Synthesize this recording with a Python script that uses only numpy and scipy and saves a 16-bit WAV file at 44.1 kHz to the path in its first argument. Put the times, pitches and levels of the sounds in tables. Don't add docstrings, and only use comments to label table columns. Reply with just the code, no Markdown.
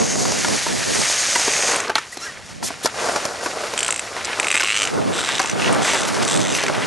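import sys
import numpy as np
from scipy import signal
from scipy.fft import rfft, irfft
from scipy.io import wavfile
from scipy.ndimage import uniform_filter1d

SR = 44100
rng = np.random.default_rng(int(sys.argv[2]) if len(sys.argv) > 2 else 0)


def unload_wav(signal):
    wavfile.write(
        sys.argv[1],
        SR,
        np.round(np.clip(np.atleast_2d(signal).T, -1, 1) * 32767).astype(np.int16),
    )


def how_loud(loudness_db):
    steps = np.asarray(loudness_db, float) / 20
    return 10 ** steps


N = 302526
T = np.arange(N) / SR

# time in seconds, deck rumble in dB, wheel growl in dB, grit hiss in dB.
ROLL = [(0, -36, -29.5, -24), (.25, -35, -32.5, -25), (.55, -33, -23.5, -22), (.72, -36.5, -26.5, -25),
        (1.1, -33.5, -23.5, -19.5), (1.5, -28.5, -23, -21.5), (1.72, -23, -24.5, -22),
        (1.87, -28, -30.5, -38), (1.945, -40, -42, -47), (1.965, -36, -22, -34), (2.01, -41, -32, -39.5),
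        (2.1, -42.5, -40.5, -41), (2.22, -39, -36, -37.5), (2.42, -42.5, -40.5, -43.5),
        (2.5, -40, -39.5, -39.5), (2.59, -56, -47, -47.5), (2.7, -40, -34.5, -38), (2.92, -36, -40.5, -39),
        (3.02, -22, -28.5, -26.5), (3.15, -26, -31.5, -28), (3.3, -27, -33.5, -33), (3.55, -30, -34.5, -34),
        (3.8, -28, -31.5, -30), (4.1, -34.5, -36.5, -35), (4.22, -31.5, -32, -35),
        (4.36, -28.5, -26.5, -31.5), (4.42, -26, -34.5, -31), (4.7, -38.5, -31.5, -31),
        (4.85, -26.5, -31.5, -30.5), (4.92, -31, -34, -34), (4.99, -28.5, -32.5, -35.5),
        (5.06, -32.5, -34, -36), (5.18, -24.5, -29.5, -31), (5.3, -30.5, -27.5, -30.5),
        (5.55, -28.5, -27.5, -34), (5.65, -27, -24, -28.5), (5.72, -19, -28.5, -29.5),
        (5.8, -21.5, -25, -31.5), (5.88, -21, -19.5, -24.5), (6.0, -23.5, -27, -30), (6.12, -26, -28, -29),
        (6.35, -24, -25, -26), (6.45, -27, -27.5, -34), (6.55, -29.5, -24, -28), (6.7, -26, -29, -32.5),
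        (6.78, -27.5, -31, -34), (6.86, -31, -27, -32.5)]


def level(x):
    return x / np.sqrt(np.mean(x ** 2))


def colour(x, points):
    hz, db = np.transpose(points)
    f = np.maximum(np.fft.rfftfreq(len(x), 1 / SR), 1)
    gain = how_loud(np.interp(np.log(f), np.log(hz), db))
    return level(irfft(rfft(x) * gain, len(x)))


def ring(x, hz, t60):
    radius = np.exp(-np.log(1000) / (t60 * SR))
    angle = 2 * np.pi * hz / SR
    return signal.lfilter([.5, 0, -.5], [1, -2 * radius * np.cos(angle), radius * radius], x)


def band(x, hz, width_hz):
    return signal.lfilter(*signal.iirpeak(hz, hz / width_hz, SR), x)


def walk(rate):
    k = int(SR / rate)
    held = np.repeat(rng.standard_normal(N // k + 1), k)
    return level(uniform_filter1d(uniform_filter1d(held, k), k)[:N])


def add(out, s, x):
    i = int(s * SR)
    out[i:i + len(x)] += x[:N - i]


def traffic():
    # frequency in Hz, level in dB.
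    far_shape = [(30, -11.5), (100, -0.5), (250, -5.5), (600, -42), (2000, -50)]
    wander_db = 2.2 * walk(4.23)
    return how_loud(-48.5 + wander_db) * colour(rng.standard_normal(N), far_shape)


def wind():
    # time in seconds, level in dB.
    gusts = [(0, -17), (.22, -23.5), (.62, -23), (.84, -25), (.96, -25.5), (1.05, -25.5), (1.2, -67),
             (1.42, -53), (1.58, -77), (2.16, -80), (2.28, -53), (2.64, -28), (2.88, -59), (3.0, -45),
             (3.8, -46), (4.0, -69), (4.2, -34), (4.36, -48), (4.68, -51), (4.85, -33), (5.0, -16),
             (5.17, -22), (5.36, -30), (5.76, -16), (5.88, -25.5), (6.14, -24.5), (6.36, -19.5),
             (6.48, -20.5), (6.68, -24), (6.86, -17.5)]
    # frequency in Hz, level in dB.
    wind_shape = [(30, -23), (103, 1.5), (194, 3.5), (735, -5.5), (1100, -14), (1500, -25.5), (4000, -79)]
    # frequency in Hz, level in dB.
    shared_shape = [(30, -31), (130, -15.5), (300, -11), (700, -6.5), (2000, -1)]
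    flutter_db = 3.5 * np.clip(walk(25), -2.5, 1.2)
    gust_db = np.interp(T, *np.transpose(gusts)) + flutter_db
    against = colour(rng.standard_normal(N), wind_shape)
    shared = how_loud(-9.0) * colour(colour(rng.standard_normal(N), wind_shape), shared_shape)
    air = shared + against * np.array([[.85], [-1.15]])
    low = signal.sosfilt(signal.butter(2, 220, fs=SR, output="sos"), air)
    upper_db = np.minimum(0.96 * (gust_db + 23.5), 0)
    return how_loud(gust_db) * (low + (air - low) * how_loud(upper_db))


def fitting_slips():
    # time in seconds, peak of the first click in dB.
    ticks = [(1.516, -13), (1.536, -11.5), (1.566, -14), (1.604, -16), (1.625, -10.5), (1.644, -16),
             (1.682, -22), (1.716, -17), (1.76, -11.5), (1.8022, -13.5), (1.8806, -18), (1.9543, 0.5),
             (2.1741, -29), (3.7772, -10), (3.7899, -10.5), (3.8055, -11.5), (3.8299, -9), (3.8467, -14),
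             (3.8633, -15), (3.8807, -12.5), (3.9059, -11.5), (3.9245, -12), (3.9425, -20), (3.9609, -17),
             (3.9778, -23), (3.9939, -14), (4.2471, -16.5), (4.2527, -16.5), (4.3986, -2.5), (4.43, -11),
             (4.4447, -14), (4.4695, -8), (4.4835, -8), (4.5037, -7), (4.5139, -4), (4.5261, -9),
             (4.5422, -8), (4.554, -4), (4.5666, -6), (4.5751, -5.5), (4.5817, -11), (4.5979, -7),
             (4.622, -9), (4.632, -7), (4.6458, -8), (4.656, -12), (4.663, -12), (4.6739, -9), (4.685, -9),
             (4.6931, -8), (4.7027, -5), (4.712, -8), (4.7223, -9.5), (4.7295, -10.5), (4.7435, -10),
             (4.7535, -10), (4.7637, -7.5), (4.7726, -7.5), (4.7825, -11.5), (4.79, -12.5), (4.8001, -10),
             (4.81, -13), (4.819, -5.5), (4.831, -7.5), (4.839, -12), (4.852, -11), (4.8735, -11),
             (5.23, -21), (5.239, -17), (5.2475, -13), (5.26, -16), (5.267, -21), (5.274, -19),
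             (5.282, -20), (5.289, -12.5), (5.298, -15), (5.306, -17), (5.313, -17), (5.32, -15),
             (5.327, -18), (5.3355, -17), (5.346, -15), (5.353, -10.5), (5.361, -14), (5.371, -21),
             (5.3819, -11), (5.3939, -14), (5.416, -18), (5.428, -21), (5.4393, -24), (5.4587, -18),
             (5.473, -22), (5.485, -27), (5.4967, -16), (5.513, -23), (5.598, -16), (5.62, -11.5),
             (5.627, -16), (5.636, -23), (5.645, -10), (5.66, -14), (5.678, -11), (5.7267, -19.5),
             (5.7461, -28), (6.0323, -17), (6.0518, -18), (6.2305, -20), (6.2499, -18), (6.2785, -13),
             (6.287, -15), (6.298, -14), (6.311, -13), (6.32, -15), (6.33, -13.5), (6.341, -15),
             (6.353, -16), (6.3615, -15), (6.3735, -14.5), (6.3927, -22), (6.4032, -18), (6.4142, -17),
             (6.422, -24), (6.43, -20), (6.44, -21), (6.4501, -18), (6.4591, -21), (6.4696, -17),
             (6.4815, -18), (6.492, -21), (6.501, -20), (6.5503, -9.5), (6.6649, -12), (6.6825, -13.5)]
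    # start in seconds, end in seconds, slips a second at the start, the same at the end,
    # click peak in dB before the build-up and scatter.
    creaks = [(5.125, 5.182, 167, 215, -19), (5.175, 5.221, 200, 140, -14), (5.823, 6.024, 227, 98, -19),
              (6.5, 6.631, 128, 77, -17.5)]
    gap_jitter, spread_db = .07, 1.2
    start_db, rise_s = -2, 0.13
    slips = list(ticks)
    for start, end, rate, end_rate, db in creaks:
        s = start
        for a, b in rng.standard_normal((40, 2)):
            s += np.exp(gap_jitter * a) / np.interp(s, [start, end], [rate, end_rate])
            if s < end:
                build_db = start_db * np.exp((start - s) / rise_s)
                slips.append((s, db + spread_db * b + build_db))
    return slips


def fitting():
    # time in seconds, body pitch in Hz before scatter,
    # body t60 in seconds (at least 2 ms is used), metal pitch in Hz, metal peak in dB over the click.
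    bearing = [(0, 2280, .005, 6400, 0), (1.7, 2400, 0.004, 8500, 3.5), (1.79, 2260, 0.0056, 7040, 5.5),
               (1.85, 5050, .004, 5070, -8), (1.9, 4370, 0.0077, 5500, -10), (3.7, 2900, .0038, 7500, 3),
               (3.87, 2550, 0.0018, 7700, 6.5), (4.2, 4700, 0.0055, 7000, 5),
               (4.3, 2440, 0.0053, 7700, -2.5), (4.605, 2570, 0.0041, 7600, -8),
               (4.74, 2740, 0.0039, 6800, -3), (4.785, 2820, 0.0034, 6830, -1.5),
               (5.1, 3610, 0.006, 7300, -1.5), (5.29, 3500, 0.0046, 7060, -4),
               (5.385, 2440, 0.0042, 6550, 6), (5.55, 2760, 0.013, 6040, -9),
               (5.7, 2740, 0.0053, 9200, 6.5), (5.8, 3430, 0.0097, 6900, 5.5),
               (6.2, 3500, 0.0087, 7250, 4.5), (6.4, 3480, 0.0086, 6800, 4), (6.53, 2560, 0.0049, 6330, 1),
               (6.64, 2250, 0.0037, 6600, -4)]
    # pitch in Hz before scatter, dB before the bearing spot and scatter, t60 in seconds.
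    metal_modes = [(5070, 15, 0.017), (6120, 18, 0.015), (6800, 8.5, 0.022), (7440, 11.5, 0.024),
                   (7840, 18.5, 0.0098), (8180, 11, 0.027), (8500, 11, 0.019), (9250, 11, 0.02),
                   (10550, 11, 0.018)]
    slope_db = 30
    metal_lag_s = .0004
    rebound_s, rebound_db = .0021, -14.5
    slips = fitting_slips()
    out, t = np.zeros(N), T[:int(.03 * SR)]
    snap = np.sin(np.pi * np.minimum(t / .00016, 1)) ** 2
    for s, db in slips:
        _, hz, body_t60, metal_hz, metal_db = [row for row in bearing if row[0] <= s][-1]
        hz *= 1 + .03 * rng.standard_normal()
        click = -ring(snap, hz, max(body_t60, .002))
        body = click - .35 * ring(snap, 1.06 * hz, .016) - .3 * ring(snap, .86 * hz, .015)
        body += 0.3 * ring(snap, 0.465 * hz, 0.0082) + 0.21 * ring(snap, 1.6 * hz, 0.019)
        play = rng.standard_normal((len(metal_modes), 3))
        metal = np.zeros(len(t))
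        for (f, g, t60), (a, b, c) in zip(metal_modes, play):
            mode_db = g + 2 * a - slope_db * abs(np.log2(f / metal_hz))
            tone = np.sin(2 * np.pi * f * (1 + 0.0053 * b) * t + 0.69 * c)
            metal += how_loud(mode_db) * tone * np.exp(-np.log(1000) * t / t60)
        metal *= 1 - np.exp(-(t / 0.00013) ** 2)
        click_peak = abs(click).max()
        add(out, s, how_loud(db) * body / click_peak)
        add(out, s + rebound_s * (1 + .1 * play[0, 1]), how_loud(db + rebound_db) * click / click_peak)
        add(out, s + metal_lag_s, how_loud(db + metal_db) * metal / abs(metal).max())
    return out


def shoes():
    # start in seconds, length in seconds, rms in dB before the fades,
    # centre in Hz, width in Hz.
    scuffs = [(2.113, 0.042, -36, 7000, 5000), (2.185, 0.11, -35, 6000, 2000),
              (2.62, 0.082, -23.5, 6300, 4670), (2.826, 0.04, -25, 4800, 7860),
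              (1.953, 0.0082, -20, 4400, 2500), (3.242, 0.03, -29.5, 5860, 4960),
              (3.424, 0.043, -30, 5760, 5000), (6.069, 0.026, -24, 5340, 3000),
              (6.535, 0.055, -25.5, 6030, 4080)]
    # start in seconds, length in seconds, pitch in Hz, end pitch in Hz,
    # level of the first partial in dB, number of partials.
    squeaks = [(2.122, 0.015, 1830, 2050, -25.5, 1), (2.173, 0.036, 4330, 3800, -36, 1),
               (2.205, 0.067, 1318, 1436, -29.5, 5), (2.244, 0.0445, 1770, 1500, -26.5, 1),
               (2.266, 0.052, 2040, 1730, -29, 1)]
    out = np.zeros(N)
    for s, length, db, hz, width_hz in scuffs:
        drag = level(band(rng.standard_normal(int(length * SR)), hz, width_hz))
        add(out, s, how_loud(db) * drag * signal.windows.tukey(len(drag), .6))
    for s, length, hz, end_hz, db, count in squeaks:
        phase = 2 * np.pi * np.cumsum(np.linspace(hz, end_hz, int(length * SR))) / SR
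        stack = sum(np.sin(k * phase) * (1 if k % 3 == 1 else .4) for k in range(1, round(count) + 1))
        add(out, s, how_loud(db) * stack * np.hanning(len(phase)))
    return out


def random_seams():
    per_s, over_rumble_db, loudest_hz = 3, 7.5, 613
    luck = rng.standard_normal((40, 3))
    times = np.cumsum(np.exp(.5 * luck[:, 0])) / per_s
    rumble_db = np.interp(times, *np.transpose(ROLL)[:2])
    seams = []
    for s, db, (_, a, b) in zip(times, rumble_db, luck):
        if s < T[-1]:
            seams.append((s, db + over_rumble_db + 2 * a, loudest_hz * np.exp(0.27 * b), -12))
    return seams


def knocks():
    # (its peak lies 7 dB above this, relative to the deck ring).
    blows = [(0.155, -12.5, 650, -12), (0.253, -10.5, 795, -10), (0.319, -10, 750, -8),
             (0.4465, -3.5, 1300, -16), (0.483, -11.5, 623, -6), (0.665, -8.5, 854, -19),
             (1.015, -11, 900, -6), (1.098, -14, 880, -4), (1.353, -6, 2700, -14), (1.3588, -6, 910, -11),
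             (1.395, -10, 834, -11), (1.479, -5.5, 507, -10), (1.8955, -6, 810, -19),
             (1.9, -2.5, 1440, -27), (1.956, -5, 1030, -27), (1.957, -10, 1990, -21),
             (1.982, -4.5, 1810, -16), (2.171, -17.5, 650, -8), (2.373, -23, 1580, -21),
             (2.627, -14, 1030, -14), (2.704, -15.5, 650, -18), (2.847, -9.5, 456, -9),
             (2.857, -2.5, 795, -5.5), (2.863, -7.5, 1290, -18), (2.871, -15, 1310, -6),
             (3.095, -11, 1000, -20), (3.16, -4.5, 920, -13.5), (3.252, -11.5, 590, -4.5),
             (3.46, -8, 1040, -16), (3.736, -12.5, 606, -10), (3.888, -7, 1480, -22),
             (4.165, -12.5, 980, -18), (4.33, -10, 1790, -25), (4.444, -9.5, 2250, -20),
             (4.546, -5, 2130, -17), (4.604, -5, 2250, -11), (4.609, -7, 1600, -11),
             (4.635, -9.5, 1130, -8), (4.977, -15, 450, -18), (5.186, -13, 1400, -13),
             (5.191, -12, 1500, -12), (5.288, -8.5, 1516, -22), (5.395, -6, 1130, -14),
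             (5.399, -5.5, 1000, -9), (5.445, -10, 1183, -27), (5.848, -6, 1500, -17),
             (5.863, -12, 1200, -12), (5.869, -12, 1200, -14), (5.878, -11, 1800, -16),
             (5.911, -16, 1500, -8), (5.933, -11, 1000, -8), (5.944, -9, 1400, -12),
             (6.225, -9, 1110, -10.5), (6.635, -6.5, 590, -11), (6.6817, -6.5, 1720, -18),
             (6.697, -7.5, 710, -22)]
    # pitch in Hz before scatter, dB before the struck spot's slope, t60 in seconds.
    deck_modes = [(300, -5.5, 0.11), (399, 8.5, 0.021), (606, -3.5, 0.039), (696, 3.5, 0.013),
                  (876, -10, 0.092), (960, 1, 0.016), (1164, -10.5, 0.086), (1457, 1, 0.018),
                  (1730, -7.5, 0.032), (2170, -4.5, 0.031), (2900, -11, 0.011)]
    slope_db = 13
    middle_contact_s = .0034
    first_touch = 5
    out, t = np.zeros(N), T[:int(.1 * SR)]
    for s, db, hz, crack_db in blows + random_seams():
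        contact_s = middle_contact_s * how_loud(.2 * (db + 13))
        blow = (1 - np.exp(-t / 0.00082)) * np.exp(-t / contact_s)
        push = rng.standard_normal(len(t)) * blow
        detune = 1 + 0.061 * rng.standard_normal(len(deck_modes))
        push[SR // 2000] += first_touch
        push = signal.sosfilt(signal.butter(2, 2.96 * hz, fs=SR, output="sos"), push)
        body = np.zeros(len(t))
        for (f, g, t60), k in zip(deck_modes, detune):
            mode_db = g - slope_db * abs(np.log2(f / hz))
            body += how_loud(mode_db) * ring(push, f * k, t60)
        crack = band(rng.standard_normal(len(t)), 5000, 2300) * blow
        crack = how_loud(crack_db + 7.0) * crack / abs(crack).max()
        add(out, s, how_loud(db) * (body / abs(body).max() + crack))
    return out


def grit(rate, spread_db, flicker_db):
    hits = (rng.random(N) < rate / SR) * rng.standard_normal(N)
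    return hits * how_loud(spread_db * rng.exponential(size=N) + flicker_db * walk(45))


def wheels():
    # frequency in Hz, level in dB.
    rumble_shape = [(40, -51), (110, -24), (250, -4.5), (460, 3), (640, -7), (900, 0), (1500, 0.5),
                    (3000, -33.5)]
    growl_shape = [(600, -17.5), (1100, -3.5), (1900, 4.5), (2800, 0.5), (4200, -4.5), (6000, -42)]
    hiss_shape = [(3000, -8.5), (4600, 3.5), (6000, 3.5), (8000, -1), (10000, -5), (11600, -11.5),
                  (12200, -78), (13000, -75)]
    # time in seconds, share from 0 to 1.
    sing_share = [(0, 0.55), (.5, 0.03), (.9, 0.01), (1.2, 0.2), (1.65, 0.3), (1.9, 0.01), (3.7, 0),
                  (4.2, 0), (5.0, 0), (6.86, 0)]
    # time in seconds, share from 0 to 1.
    drone_share = [(0, 0.6), (1.5, 0.5), (1.72, 0.19), (1.9, 0), (2.9, 0.27), (3.8, 0.26), (4.2, 0.14),
                   (5.5, 0.05), (5.75, 0.08), (6.86, 0.11)]
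    s, *columns = np.transpose(ROLL)
    rumble_db, growl_db, hiss_db = (np.interp(T, s, c) for c in columns)
    singing = np.clip(np.interp(T, *np.transpose(sing_share)), 0, 1)
    droning = np.clip(np.interp(T, *np.transpose(drone_share)), 0, 1)
    bumps = how_loud(.7 * walk(25))
    surge = how_loud(.8 * walk(9))

    coarse = grit(2600, spread_db=1.24, flicker_db=0.8)
    drone = level(band(band(coarse, 640, 397), 640, 397))
    rumble = np.sqrt(1 - droning) * colour(coarse, rumble_shape) + np.sqrt(droning) * drone
    growl = colour(grit(5000, spread_db=1.0, flicker_db=1.7), growl_shape)

    fine = grit(20000, spread_db=1.5, flicker_db=.8)
    wheel_ring = colour(band(fine, 6600, 750), hiss_shape)
    hiss = np.sqrt(1 - singing) * colour(fine, hiss_shape) + np.sqrt(singing) * wheel_ring
    song_on = uniform_filter1d(1. * (T > .95) * (T < 1.82), SR // 10)
    hiss += how_loud(-14) * level(band(fine, 8450, 50)) * song_on
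    low_layers = how_loud(rumble_db) * rumble + how_loud(growl_db) * growl
    return bumps * (surge * low_layers + how_loud(hiss_db) * hiss)


def scene():
    # time in seconds, nominal left minus right in dB, between 350 and 3900 Hz.
    pan = [(0, 0), (1.7, 0), (2.6, 3.5), (2.83, 6.5), (3.3, 5.5), (3.75, 3), (3.9, 3.5), (4.6, 2), (5.3, 4),
           (5.65, 10), (5.85, 0), (6.86, 1)]
    boards = wheels() + knocks() + shoes()
    lean = np.tanh(np.interp(T, *np.transpose(pan)) * np.log(10) / 40)
    middle_band = signal.butter(8, [350, 3900], "band", fs=SR, output="sos")
    side = lean * signal.sosfilt(middle_band, boards)
    near = boards + fitting()
    return near + side * np.array([[1], [-1]]) + traffic() + wind()


def band_limit(x):
    return signal.sosfilt(signal.butter(12, 12690, fs=SR, output="sos"), x)


def record(dry):
    ceiling, gain_db = .72, -1.5
    thin = signal.sosfilt(signal.butter(2, 45, "high", fs=SR, output="sos"), dry)
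    rounded = ceiling * np.tanh(how_loud(gain_db) * thin / ceiling)
    cut = signal.sosfilt(signal.ellip(8, .3, 60, 11700, fs=SR, output="sos"), rounded)
    return band_limit(cut)


dry = scene()
out = record(dry)
unload_wav(out)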